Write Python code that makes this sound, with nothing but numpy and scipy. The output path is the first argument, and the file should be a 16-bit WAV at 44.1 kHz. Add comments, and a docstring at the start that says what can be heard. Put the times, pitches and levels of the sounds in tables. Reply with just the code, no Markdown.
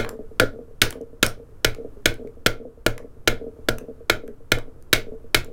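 """Adze chopping a wood block

A hand adze cuts a block of wood in even strokes, close to a microphone whose input flattens the peaks.
Each cut sums damped modes of block and bench with a noise burst of tearing fibres. Between cuts the
block rocks with dull modal knocks, and chips tick as short tones plus noise. Decaying filtered noise
gives the small workshop's answer; low coloured noise fills the background.
"""
import sys
import numpy as np
from scipy import signal
from scipy.fft import rfft, irfft, next_fast_len
from scipy.io import wavfile
from scipy.ndimage import map_coordinates

SR = 44100
rng = np.random.default_rng(int(sys.argv[2]) if len(sys.argv) > 2 else 0)


def transcribe(u):
    """Save the signal u as a 16-bit wav file named by the first command-line argument.

    u: samples, shape (n,) or (channels, n), limited to [-1, 1]; the rate is SR.
    q: integer samples, one column per channel.
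    """
    v = np.clip(np.atleast_2d(u).T, -1, 1)
    q = np.round(v * 32767).astype(np.int16)
    wavfile.write(sys.argv[1], SR, q)


N = 243538


def amp(db):
    """Decibels to gain."""
    return 10 ** (np.asarray(db) / 20)


def unit(x):
    """Scale to rms 1."""
    return x / np.sqrt(np.mean(x ** 2) + 1e-20)


def along(points, hz):
    """Read (f/Hz, value) points on a log frequency axis."""
    f, value = np.transpose(points)
    return np.interp(np.log(hz + 1), np.log(f + 1), value)


def noise(spectrum, size):
    """Coloured noise of rms 1; only the shape of the spectrum counts."""
    hz = np.fft.rfftfreq(size, 1 / SR)
    white = rng.standard_normal(size)
    return unit(irfft(rfft(white) * amp(along(spectrum, hz)), size))


def fade(t, t60_s):
    """Exponential decay by 60 dB in t60_s."""
    return np.exp(-np.log(1000) * t / t60_s)


def ring(modes, t, stretch=1):
    """Damped modes; strengths and pitches depend a little on where the blow lands."""
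    hz, db, t60_s = np.transpose(modes)[:, :, None]
    hz = hz * stretch * (1 + 0.008 * rng.standard_normal(hz.shape))
    gain = amp(db + rng.standard_normal(db.shape))
    sign = (-1) ** np.arange(len(modes))[:, None]
    return np.sum(sign * gain * fade(t, t60_s) * np.sin(2 * np.pi * hz * t), axis=0)


def add(track, start_s, sound):
    """Mix a sound in at start_s, trimmed to the track."""
    start = round(start_s * SR)
    sound = sound[max(-start, 0):max(N - start, 0)]
    track[max(start, 0):][:len(sound)] += sound


# workshop decay: f/Hz, t60/s
SHOP_DECAY = [(150, 0.33), (600, .25), (1500, 0.19), (4000, 0.2), (8000, 0.15), (15000, 0.16)]
# strength returned by the walls: f/Hz, relative level/dB
WALL_RETURN = [(100, -5), (400, -4.5), (900, 0), (1450, -2.5), (2200, -6), (3500, -11), (6000, -5),
               (10000, -5), (15000, -6.5)]


def shop_answer(x, build_s=0.0082):
    """Workshop reverberation: noise decaying per band, building up as the walls are reached."""
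    hz, t, bands = signal.stft(rng.standard_normal(SR // 3), SR, nperseg=256)
    decay = fade(t, along(SHOP_DECAY, hz)[:, None])
    bands = bands * decay * amp(along(WALL_RETURN, hz))[:, None]
    tail = signal.istft(bands, SR, nperseg=256)[1]
    tail_t = np.arange(len(tail)) / SR
    tail = tail * (1 - np.exp(-(tail_t / build_s) ** 2))
    return signal.fftconvolve(x, tail / np.linalg.norm(tail))[:len(x)]


def in_shop(x, wet_db):
    """A sound plus the workshop's answer."""
    return x + amp(wet_db) * shop_answer(x)


# block modes, in three groups (thud, ring and bite): f/Hz, relative level/dB, t60/s
THUD_MODES = [(227.6, -17.5, 0.18), (334.4, -0.5, .04), (462, 0.5, 0.051), (610.5, 3.5, 0.026)]
RING_MODES = [(1419.3, -2.5, 0.035), (1692, -3, 0.023), (1374, -25.5, 0.093), (1537, -9, 0.046)]
BITE_MODES = [(2064, -4, 0.02), (2197, -5, 0.038), (2400, 4, 0.012), (2515, -2.5, 0.017),
              (3070, -0.5, .015), (3427, 2, 0.011), (3880, -4, 0.022), (4270, -11.5, 0.029),
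              (4940, -17, 0.0033), (2144, -24.5, 0.18)]
# tearing fibres, noise density: f/Hz, relative level/dB
TEAR_SPECTRUM = [(200, 2), (600, 2), (800, -12), (1100, -13), (1500, -1), (3500, 1.5), (6000, -5.5),
                 (9000, -11), (15000, -13)]


def crack(t, thud_db, ring_db, bite_db, tear_db, ring_hz, tearing_s):
    """One cut as it radiates in one direction: block modes plus noise of tearing fibres."""
    thud = amp(thud_db - 1) * ring(THUD_MODES, t)
    wood = amp(ring_db) * ring(RING_MODES, t, stretch=ring_hz / RING_MODES[0][0])
    bite = amp(bite_db + 6) * ring(BITE_MODES, t)
    # fibres part while the edge moves, then the crackle dies quickly
    travel = fade(np.maximum(t - tearing_s, 0), 0.016)
    fibres = amp(tear_db + 10) * travel * noise(TEAR_SPECTRUM, len(t))
    return thud + wood + bite + fibres


# bench modes: f/Hz, relative level/dB, t60/s
BENCH_MODES = [(13.8, -19.5, 0.39), (26.6, -16, 0.13), (58, -34, 0.22), (78, -32, 0.24), (112.8, -19.5, .2),
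               (149, -35.5, 0.12)]
# cuts, levels relative within each column: t/s, thud level/dB, ring level/dB, bite level/dB,
# tearing level/dB, main ring f/Hz, tearing time/s, bench shake level/dB, rocking level/dB, drop delay/s
CUTS = [(-.0098, -7.5, -7.5, -12, -27, 1422, 0.0062, 2, -28.5, .2),
        (0.3981, -9, 2, -14, -16.5, 1397, 0.0021, 5.5, -32, 0.19),
        (0.8171, -16.5, -2, -10.5, -8, 1383, 0.0017, 2.5, -29, 0.19),
        (1.2284, -14, -3.5, -13, -11, 1392, 0.002, 3, -39, 0.17),
        (1.6463, -13.5, -5.5, -13, -17.5, 1421, 0.0027, 6, -28.5, 0.2),
        (2.0569, -13.5, -4.5, -9.5, -16.5, 1465, 0.0032, 5, -30, 0.19),
        (2.4617, -9.5, -5, -11.5, -22.5, 1396, 0.0071, 2.5, -31.5, 0.19),
        (2.8637, -11.5, -7.5, -19, -22.5, 1399, 0.0027, 4.5, -35, 0.18),
        (3.2751, -8.5, -2.5, -10.5, -21.5, 1415, 0.0064, 4.5, -28, 0.19),
        (3.6863, -9.5, -9, -28, -26.5, 1385, 0.005, 3, -30, .197),
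        (4.0977, -10.5, -4.5, -10, -19, 1406, 0.003, 0.5, -32, .185),
        (4.5185, -11.5, -6, -10.5, -20, 1417, .0027, 5.5, -41, 0.16),
        (4.9292, -11, -3.5, -6, -13, 1424, 0.0051, 3.5, -30.5, 0.19),
        (5.3456, -13.5, -6.5, -9, -13, 1377, 0.003, 6, -34.5, 0.21)]


def cuts(wall_count=4, wet_db=-16.5):
    """Each cut cracks towards the microphone, differently towards each wall, and shoves the bench."""
    out = np.zeros(N)
    t = np.arange(SR // 3) / SR
    for cut_s, *stroke, shake_db, _, _ in CUTS:
        walls = sum(shop_answer(crack(t, *stroke)) for _ in range(wall_count)) / np.sqrt(wall_count)
        add(out, cut_s, crack(t, *stroke) + amp(wet_db) * walls)
        # the heavy bench is pushed away and takes a moment to get moving
        shake = -ring(BENCH_MODES, t) * (1 - np.exp(-t / 0.025))
        add(out, cut_s + 0.0013, amp(shake_db) * shake)
    return out


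# room noise density: f/Hz, relative level/dB
FLOOR_SPECTRUM = [(12, 15), (25, 4), (50, 1.5), (120, -3.5), (190, -15.5), (270, -11.5), (390, -14.5),
                  (470, -14.5), (760, -26.5), (1300, -27), (2000, -38), (4000, -45.5), (12000, -45),
                  (16000, -51)]


def background(level_db=-41.5, waver_db=-1.0, knots_per_s=3):
    """Low room noise whose level wavers slightly along a random spline."""
    knots = rng.standard_normal(knots_per_s * N // SR + 2)
    waver = map_coordinates(knots, [np.arange(N) * knots_per_s / SR])
    return amp(level_db + waver_db * waver) * noise(FLOOR_SPECTRUM, N)


RATTLE_GAP_S, RATTLE_DB, RATTLE_FALL_DB_PER_S = 0.027, -3.5, 58.5  # mean gap; level re rocking


def rattle(cut_s, db, count=13, scatter_db=5.0):
    """Loose contacts at uneven gaps, dying away as the block comes to rest: rows (t/s, level/dB)."""
    delay_s = RATTLE_GAP_S * (1 + np.arange(count) + rng.random(count))
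    fall_db = RATTLE_FALL_DB_PER_S * delay_s
    level_db = db + RATTLE_DB - fall_db + scatter_db * rng.standard_normal(count)
    return list(zip(cut_s + delay_s, level_db))


CHATTER_S = 0.013  # mean gap between contacts of one landing


def chatter(land_s, db, loss_db, count=3):
    """One landing as unevenly timed contacts, each weaker than the last: rows (t/s, level/dB)."""
    k = np.arange(count)
    jitter = (k > 0) * rng.uniform(-0.3, 0.3, count)
    times_s = land_s + CHATTER_S * (k + jitter)
    return list(zip(times_s, db - loss_db * k))


# levels re the cut's rocking level; tip delay from the cut, settle delay from the drop
TIP_S, TIP_DB = 0.137, -1
DROP_DB = 3
SETTLE_S, SETTLE_DB = 0.122, -7.5


def rocking(cut_s, db, drop_s):
    """Contacts after one cut: the block tips onto one edge, drops back and settles, with rattle."""
    tip = chatter(cut_s + TIP_S, db + TIP_DB, loss_db=2.0)
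    drop = chatter(cut_s + drop_s, db + DROP_DB, loss_db=5)
    settle = [(cut_s + drop_s + SETTLE_S, db + SETTLE_DB)]
    return tip + drop + settle + rattle(cut_s, db)


# block-on-bench modes: f/Hz, relative level/dB, t60/s
ROCK_MODES = [(248, -3.5, 0.073), (302, -19.5, 0.21), (451.3, 1, 0.1), (610, -7.5, 0.03)]
# block slips and bumps hard on the bench: t/s, level/dB, third-mode f/Hz
BUMPS = [(.415, -12, 506), (.432, -15.5, 424), (4.57, -23, 480.4)]


def knocks(pitch_scatter=0.025):
    """The block meets the bench in dull contacts; a soft onset rounds the damped modes."""
    out = np.zeros(N)
    t = np.arange(SR // 5) / SR
    soft_contact = 1 - np.exp(-(t / 0.0015) ** 2)
    for cut_s, *_, rock_db, drop_s in CUTS:
        for contact_s, level_db in rocking(cut_s, rock_db, drop_s):
            knock = ring(ROCK_MODES, t, stretch=1 + pitch_scatter * rng.standard_normal())
            add(out, contact_s, amp(level_db) * knock * soft_contact)
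    for bump_s, level_db, hz in BUMPS:
        bump = ring(ROCK_MODES, t, stretch=hz / ROCK_MODES[2][0])
        add(out, bump_s, amp(level_db) * bump * soft_contact)
    return in_shop(out, wet_db=-17.5)


# chip noise density: f/Hz, relative level/dB
CHIP_BODY = [(300, -13), (900, -1), (1900, -1), (2700, -8.5), (4000, -12), (8000, -28.5)]
CHIP_EDGE = [(1000, -36), (3000, -7.5), (6000, 5.5), (11000, 4), (16000, -4)]
# chips snapping off or landing: t/s, body level/dB, edge level/dB (relative), chip tone f/Hz
CHIPS = [(0.0468, -19.5, -62, 1560), (0.0915, -27.5, -31, 1490), (0.9063, -28, -30, 1650),
         (0.9266, -31.5, -43, 3130), (1.0133, -57.5, -54.5, 3010), (1.2645, -22.5, -20.5, 5450),
         (1.7477, -36.5, -45, 2290), (2.1411, -47, -46.5, 3000), (2.2735, -45.5, -62, 2250),
         (2.9795, -29.5, -41, 2040), (3.7844, -33, -37, 2660), (4.2784, -39.5, -51.5, 1584),
         (4.5862, -27, -41, 1300), (4.8248, -57.5, -53.5, 4790), (5.4458, -48, -43, 7050)]
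CHIP_RING_T60_S, CHIP_BODY_T60_S, CHIP_EDGE_T60_S = 0.011, 0.02, 0.008
CHIP_RUSTLE_DB = -5.5  # body noise, relative to the tone's gain


def chips():
    """Chips snap off and land: a brief tone each, with woody body noise and a bright noise edge."""
    out = np.zeros(N)
    t = np.arange(SR // 4) / SR
    for chip_s, body_db, edge_db, hz in CHIPS:
        tone = np.sin(2 * np.pi * hz * t) * fade(t, CHIP_RING_T60_S)
        rustle = amp(CHIP_RUSTLE_DB) * noise(CHIP_BODY, len(t)) * fade(t, CHIP_BODY_T60_S)
        body = amp(body_db) * (tone + rustle)
        edge = amp(edge_db + 7) * noise(CHIP_EDGE, len(t)) * fade(t, CHIP_EDGE_T60_S)
        add(out, chip_s, in_shop(body, wet_db=-9) + in_shop(edge, wet_db=-13))
    return out


def scene():
    """Everything at the one microphone."""
    return (cuts() + background() + knocks() + chips())[None]


TOP_HZ = 16200


def record(dry, ceiling=0.51, hardness=6):
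    """The input saturates towards the ceiling; a steep low-pass then limits the band."""
    clipped = dry / (1 + np.abs(dry / ceiling) ** hardness) ** (1 / hardness)
    size = next_fast_len(N + SR // 4)
    hz = np.fft.rfftfreq(size, 1 / SR)
    low_pass = 1 / (1 + (hz / TOP_HZ) ** 100)
    return irfft(rfft(clipped, size) * low_pass, size)[:, :N]


dry = scene()
out = record(dry)
transcribe(out)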